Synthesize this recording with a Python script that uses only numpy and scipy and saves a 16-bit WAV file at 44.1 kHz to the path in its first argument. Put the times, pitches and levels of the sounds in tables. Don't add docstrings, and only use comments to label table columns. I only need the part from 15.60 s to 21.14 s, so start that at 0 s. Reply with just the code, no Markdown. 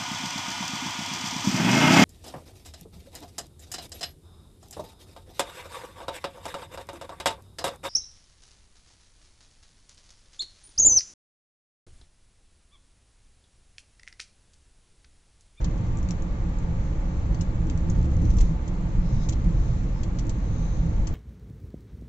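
import sys
import numpy as np
from scipy import signal
from scipy.fft import rfft, irfft
from scipy.io import wavfile
from scipy.ndimage import uniform_filter1d

SR = 44100
rng = np.random.default_rng(int(sys.argv[2]) if len(sys.argv) > 2 else 0)


def wav_record(signal):
    frames = np.transpose(np.atleast_2d(signal))
    bounded = np.clip(frames, -1, 1)
    quanta = np.round(bounded * 32767).astype(np.int16)
    wavfile.write(sys.argv[1], SR, quanta)


N = 244314
TIME, HZ = np.arange(N) / SR, np.maximum(np.arange(N // 2 + 1) * SR / N, 1)
SIDES = np.array([[1], [-1]])   # left, right; a positive pan_db leans left

# pitch_hz, level_db, t60_s, pan_db
PLASTIC_MODES = [(1900, -13, 0.017, 7.5), (2600, -5.5, 0.0068, -5), (3080, -10.5, 0.018, 1.5),
                 (3480, -7, 0.0077, -3), (4310, -6.5, 0.0073, 10), (5000, -5, 0.006, -4),
                 (5550, -9, 0.0046, 6), (6020, 0, 0.0047, 9), (6500, -1, 0.0068, 0), (7250, -9, 0.016, -15)]


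def rumble(rough_db, body_lift_db, drone_lift_db):
    # pitch_hz, width_hz, level_db
    body_modes = [(22.3, 33, -7), (39.6, 22.4, -7), (45.5, 18, -12), (70.9, 6.2, -8)]
    # pitch_hz, width_hz, level_db
    cabin_modes = [(100.2, 15, 0), (119, 18, 1), (133.5, 22, -6), (187, 24.1, -4.5)]
    # time_s, level_db
    drone = [(0, -38.5), (.35, -32), (.52, -35.5), (.72, -33), (.9, -34), (1.3, -35), (2.4, -33),
             (3.2, -32), (4, -31.5), (4.7, -30.5), (5.54, -35)]
    body_db = -25.5 + 0.65 * rough_db + body_lift_db
    body = from_db(body_db) * steady(resonant_noise(body_modes), span_s=0.11)
    cabin_db = over_time(drone) + 0.76 * rough_db + drone_lift_db
    cabin = from_db(cabin_db) * steady(resonant_noise(cabin_modes), span_s=0.2)
    hum = from_db(-39.5 + 0.68 * rough_db) * steady(resonant_noise([(165.9, 14.0, 0)]), span_s=0.2)
    return body + cabin + hum * from_db(0.5 * throb(per_s=15))


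def swells_and_dips(rise_s, fall_s):
    # centre_s, body_db, drone_db, growl_db
    lifts = [(0.221, -11.5, 8.5, -5), (1.2, 2, 5.5, -4.5), (1.86, -2, -2, 2), (2.01, 1.5, 4.5, -0.5),
             (2.111, 0, -2.5, 7.5), (2.37, 1, 5.5, 4), (2.58, 1, -3, -2.5), (2.639, -3, 3, 6.5),
             (2.765, 3, 2, -4.5), (2.82, 1.5, -5.5, 2), (3.01, -1, -8, 2.5), (3.402, 1.5, 4.5, 0),
             (3.56, 3, 7, -4.5), (3.77, 1, 0.5, 3.5), (3.98, 4, 2.5, -2), (4.119, 0, 3.5, -13.5),
             (4.65, 0.5, -2, 6.5), (5.12, 0.5, -3, -12), (5.22, -10, 5, 1), (5.41, 5.5, 6.5, -0.5)]
    return sum(np.outer(lifts_db, swell(s, rise_s, fall_s)) for s, *lifts_db in lifts)


def thuds(rise_s):
    # start_s, level_db, pitch_hz
    joints = [(0.424, -22, 61.7), (0.858, -24, 42), (1.38, -22, 36.3), (1.693, -15, 49.5), (2.389, -19, 40),
              (2.53, -17.5, 41.2), (2.56, -15.5, 94), (2.612, -12.5, 42.7), (2.625, -20, 135),
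              (2.652, -19.5, 70), (2.69, -17, 45), (2.757, -12.5, 54.8), (2.801, -10, 39.7),
              (2.835, -16, 36.7), (3.377, -10, 35.6), (3.858, -15, 47), (3.986, -14.5, 44),
              (4.122, -17.5, 35.7), (5.188, -14, 42.6), (5.382, -20.5, 39.8)]
    out = np.zeros(N)
    for s, db, hz in joints:
        age = np.maximum(TIME - s, 0)
        envelope = age / rise_s * np.exp(1 - age / rise_s)
        out += from_db(db) * envelope * np.sin(2 * np.pi * hz * age)
    return out


def hum_swells(rise_s, fall_s, pan_db):
    # peak_s, level_db, pitch_hz
    swells = [(0.019, -28.5, 168.5), (.09, -26.5, 172), (.24, -30.5, 174.9), (.49, -27, 177.4),
              (0.649, -32.5, 174), (0.871, -29.5, 175.4), (1.1, -27.5, 166), (1.25, -33, 180),
              (1.38, -32, 173.6), (1.5, -27, 174.6), (1.71, -29.5, 160), (1.809, -24, 172),
              (2.035, -26.5, 165), (2.16, -27, 168), (2.29, -26, 166.4), (2.4, -24.5, 166.8),
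              (2.63, -31, 174.3), (2.91, -26, 163), (3.13, -30.5, 167.4), (3.26, -27, 168),
              (3.439, -22.5, 172.9), (3.605, -28.5, 169.6), (3.885, -21, 166.1), (4.11, -31.5, 171),
              (4.231, -30.5, 173), (4.929, -30.5, 169.8), (5.02, -30, 166.5), (5.24, -22, 165.5)]
    tones = np.zeros(N)
    for s, db, hz in swells:
        tones += from_db(db) * swell(s, rise_s, fall_s) * np.sin(2 * np.pi * (hz * TIME + rng.random()))
    return tones * pan(pan_db)


def tyres(rough_db, growl_lift_db):
    # pitch_hz, width_hz, level_db
    panel_modes = [(239.7, 34, -0.5), (295, 37, -3), (327.6, 17, 0)]
    # pitch_hz, width_hz, level_db
    stiff_modes = [(439, 71, -2), (522, 68, -0.5)]
    # frequency_hz, level_db
    roar_colour = [(150, -13.5), (300, -5.5), (450, -3), (600, -3.5), (760, -3.5), (1050, -4.5), (1450, -9),
                   (2200, -12.5), (2800, -19.5), (4000, -25.5), (8000, -49.5)]
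    # pitch_hz, width_hz, level_db
    tread_modes = [(883.4, 52, -1.5), (1160, 15, -2)]
    growl_db = -42 + 0.46 * rough_db + growl_lift_db
    growl = from_db(growl_db) * steady(resonant_noise(panel_modes), span_s=0.28)
    stiff = from_db(-49.5 + 0.46 * rough_db) * resonant_noise(stiff_modes)
    roar = from_db(-46.5 - 0.15 * TIME) * cabin_noise(from_db(over_hz(roar_colour)))
    tread = from_db(-53.5 - 0.7 * TIME) * resonant_noise(tread_modes)
    return growl + stiff + roar + tread


def ticks(scatter_db, detune):
    # start_s, level_db, low_modes_db, top_modes_db, pan_db,
    # spot_pitch_hz, spot_ring_db, loss_per_rebound_db
    contacts = [(.044, -35.5, -1, 2, 5, 6370, -15, 4), (.372, -45, -13, 4.5, -5, 7300, -1, 12),
                (.3863, -44, -14, 4, 1, 6900, -2, 9), (0.4284, -46, -7, .5, 0, 6860, -6, 7),
                (0.488, -42, 2, 0, 5, 6740, -2, 9), (.5077, -29.5, -7, 0, 6, 5560, -3, 21),
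                (0.6218, -42.5, -9, 3, 4, 6860, 0, 14), (0.986, -47.5, -14, 3, 3, 7200, -3, 8),
                (1.745, -50, 2.5, -1, 6.5, 6500, -2, 1), (1.81, -37.5, -3, 4, 6.5, 6640, -4, 3.5),
                (2.069, -45, -11, -1, 2, 7000, 0, 12), (2.0988, -40, 5, -0.5, 7, 7300, -1, 16),
                (2.1759, -41.5, -4, -3.5, 5.5, 7000, -3, 18.5), (2.2992, -41, -16, 5, 6, 6600, -2, 5),
                (2.567, -47, -16, 0, 10, 6450, -4.5, 9), (2.653, -45, -5.5, -5, 10, 6350, 0, 8),
                (2.704, -43, 0, -11, 5, 6130, -1.5, 10), (2.713, -42, -8, -8, 8, 6150, 0, 8),
                (2.769, -41, -8, 0, 4, 6500, -7, 5), (2.785, -39.5, -3, -1, 5, 4330, 1, 1.5),
                (2.8066, -37, -3, -4, 7, 1850, 1.5, 1.1), (3.078, -43, -4, 3, 1, 6500, -10, 1.5),
                (3.6876, -36, -1, 2.5, 3, 6320, -6, 0), (3.724, -44, 1.5, 0, 4.5, 3940, 2, 0),
                (4.234, -52, -9, 0, 4, 7100, -3, 13), (4.4326, -40, 0, 0, 3, 6300, -3, 3),
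                (4.587, -40.5, -3, -4, 5.5, 5300, -1, 0), (4.6677, -49, -11, 6, 2, 6960, -6, 6),
                (4.6942, -38.5, -1, 3.5, 8, 4400, 0, 3.5), (5.471, -38.5, -1.5, -2, 4, 6140, -7, 1.5)]
    rebound_s, spot_t60_s = 0.0017, 0.0045
    low_below_hz, top_above_hz, low_detune = 5300, 6300, 0.062
    out, bounce, size = np.zeros((2, N + SR)), np.arange(5), SR // 16
    for s, tick_db, low_db, top_db, pan_db, spot_hz, spot_db, loss_db in contacts:
        gaps_s = rebound_s * rng.uniform(.6, 1.8, len(bounce)) * (bounce > 0)
        hits, start = (np.cumsum(gaps_s) * SR).astype(int), int(s * SR)
        for hz, mode_db, t60, mode_pan_db in [*PLASTIC_MODES, (spot_hz, spot_db, spot_t60_s, 0)]:
            low = hz < low_below_hz
            colour_db = low_db * low + top_db * (hz > top_above_hz)
            level_db = tick_db + mode_db + colour_db - loss_db * bounce
            level_db = level_db + scatter_db * rng.standard_normal((2, len(bounce)))
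            polarity = rng.choice([-1, 1], level_db.shape)
            clicks = np.zeros((2, size))
            clicks[:, hits] = from_db(level_db) * polarity * pan(pan_db + mode_pan_db)
            shift = (low_detune if low else detune) * rng.uniform(-1, 1)
            out[:, start:start + size] += ring(clicks, hz * (1 + shift), t60)
    return out[:, :N]


def chatter(rough_db, per_s, spread_db, left_db, ring_share):
    touches = (rng.random(N) < per_s / SR) * from_db(spread_db * np.minimum(rng.exponential(1, N), 3))
    rings = sum(ring(touches * rng.standard_normal((2, N)) * from_db(db), hz, t60 * ring_share)
                for hz, db, t60, _ in PLASTIC_MODES)
    return from_db(-67.5 + rough_db) * rms_one(rings * from_db([[left_db], [0]]))


def rub(pan_db):
    # centre_s, half_length_s, level_db, pitch_hz, width_hz, low_resonance_db, scrape_db
    slides = [(1.26, 0.093, -66, 6450, 800, -13, -13), (1.55, 0.14, -69, 6360, 800, -4, -14.5),
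              (2.68, 0.083, -60.5, 6350, 700, -13, -14), (2.842, 0.07, -58, 6540, 1000, -5.5, -11),
              (3.46, 0.048, -71, 6500, 1000, -1, 5), (3.55, 0.08, -61, 6400, 1000, -1, -4),
              (3.637, 0.032, -57, 6550, 1000, -4, -2), (4.063, 0.19, -62.5, 6460, 1100, -2, -7),
              (4.38, 0.047, -68, 6500, 900, -5, 3), (5.07, 0.27, -59.5, 6400, 580, -3, -17.5)]
    low = resonant_noise([(3850, 620, 0)])
    scrape = resonant_noise([(5200, 430, 0)])
    out = np.zeros((2, N))
    for s, half_s, db, hz, width_hz, low_db, scrape_db in slides:
        hiss = resonant_noise([(hz, width_hz, 0)])
        friction = hiss + from_db(low_db) * low + from_db(scrape_db) * scrape
        out += from_db(db) * swell(s, half_s, half_s) * friction
    return out * pan(pan_db)


def reflections(x, t60, wet_db):
    t = TIME[:SR // 4]
    tail = rng.standard_normal((2, len(t))) * from_db(-60 * t / t60) * (t > .002)
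    tail /= np.sqrt(np.sum(tail ** 2, axis=1, keepdims=True))
    return x + from_db(wet_db) * signal.fftconvolve(x, tail, axes=1)[:, :N]


def air():
    # frequency_hz, level_db
    hiss_colour = [(1500, -7), (3000, -2), (4200, 6), (5100, -3.5), (5600, -0.5), (6200, 3), (6800, 5),
                   (7600, 4.5), (8000, -23.5)]
    return from_db(-61.5) * cabin_noise(from_db(over_hz(hiss_colour)))


def cabin_noise(gain):
    # frequency_hz, correlation
    likeness = [(60, 0.98), (180, 0.98), (250, 0.89), (380, 0.61), (500, 0.76), (740, 0.6), (970, -0.21),
                (1150, 0.095), (1450, -0.36), (2200, 0.032), (5000, 0.048), (7500, 0.033)]
    # frequency_hz, pan_db
    balance = [(40, -0.6), (110, -1), (180, -2.5), (320, -4.5), (400, -2.5), (530, 3.5), (700, -1),
               (1400, 0), (2600, 4), (4200, 6), (6200, 15), (7300, -3.5)]
    mid, side = rfft(rng.standard_normal((2, N)))
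    alike = over_hz(likeness)
    pair = np.sqrt(1 + alike) * mid + SIDES * np.sqrt(1 - alike) * side
    return rms_one(irfft(pair * gain * pan(over_hz(balance)), N))


def resonant_noise(modes):
    gains = [from_db(db) / (1 + ((HZ ** 2 - hz ** 2) / (HZ * width)) ** 2 / 2) for hz, width, db in modes]
    return cabin_noise(np.sqrt(np.sum(np.square(gains), axis=0)))


def ring(clicks, hz, t60):
    radius, angle = from_db(-60 / (t60 * SR)), 2 * np.pi * hz / SR
    low_cut = np.array([1, -2, 1]) / (2 * np.tan(angle / 2))
    return signal.lfilter(low_cut, [1, -2 * radius * np.cos(angle), radius ** 2], clicks + 1e-18)


def steady(x, span_s):
    power = uniform_filter1d(np.mean(x ** 2, axis=0), int(span_s * SR))
    return x / np.sqrt(power + 1e-12)


def throb(per_s):
    return np.interp(TIME * per_s, np.arange(SR // 100), rng.standard_normal(SR // 100))


def swell(at_s, rise_s, fall_s):
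    return np.exp(-((TIME - at_s) / np.where(TIME < at_s, rise_s, fall_s)) ** 2)


def over_time(points):
    return np.interp(TIME, *np.transpose(points))


def over_hz(points):
    hz, value = np.transpose(points)
    return np.interp(np.log(HZ), np.log(hz), value)


def pan(db):
    return from_db(SIDES * db / 2)


def from_db(db):
    return 10 ** (np.asarray(db) / 20)


def rms_one(x):
    return x / np.sqrt(np.mean(x ** 2) + 1e-20)


def scene():
    # time_s, level_db
    road = [(0, -20.5), (.55, -26.5), (1.5, -24.5), (2.2, -22.5), (2.55, -17.5), (2.8, -18), (2.98, -26),
            (3.25, -25.5), (3.5, -23), (4.05, -22.5), (4.5, -25.5), (5.25, -23), (5.54, -24.5)]
    rough_db = over_time(road) + 24
    body_lift_db, drone_lift_db, growl_lift_db = swells_and_dips(rise_s=0.042, fall_s=0.031)
    drive = rumble(rough_db, body_lift_db, drone_lift_db) + thuds(rise_s=0.011)
    drive += hum_swells(rise_s=0.023, fall_s=0.034, pan_db=-3.0)
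    drive += tyres(rough_db, growl_lift_db) + air()
    trim = ticks(scatter_db=2.0, detune=0.025)
    trim += chatter(rough_db, per_s=900, spread_db=9.0, left_db=0.5, ring_share=0.93)
    return drive + rub(pan_db=3) + reflections(trim, t60=0.08, wet_db=-5.0)


def record(dry):
    fade_s, cutoff_hz = 0.004, 7820
    eased = dry * np.minimum(TIME / fade_s, 1)
    return signal.sosfilt(signal.butter(30, cutoff_hz, fs=SR, output="sos"), eased)


dry = scene()
out = record(dry)
wav_record(out)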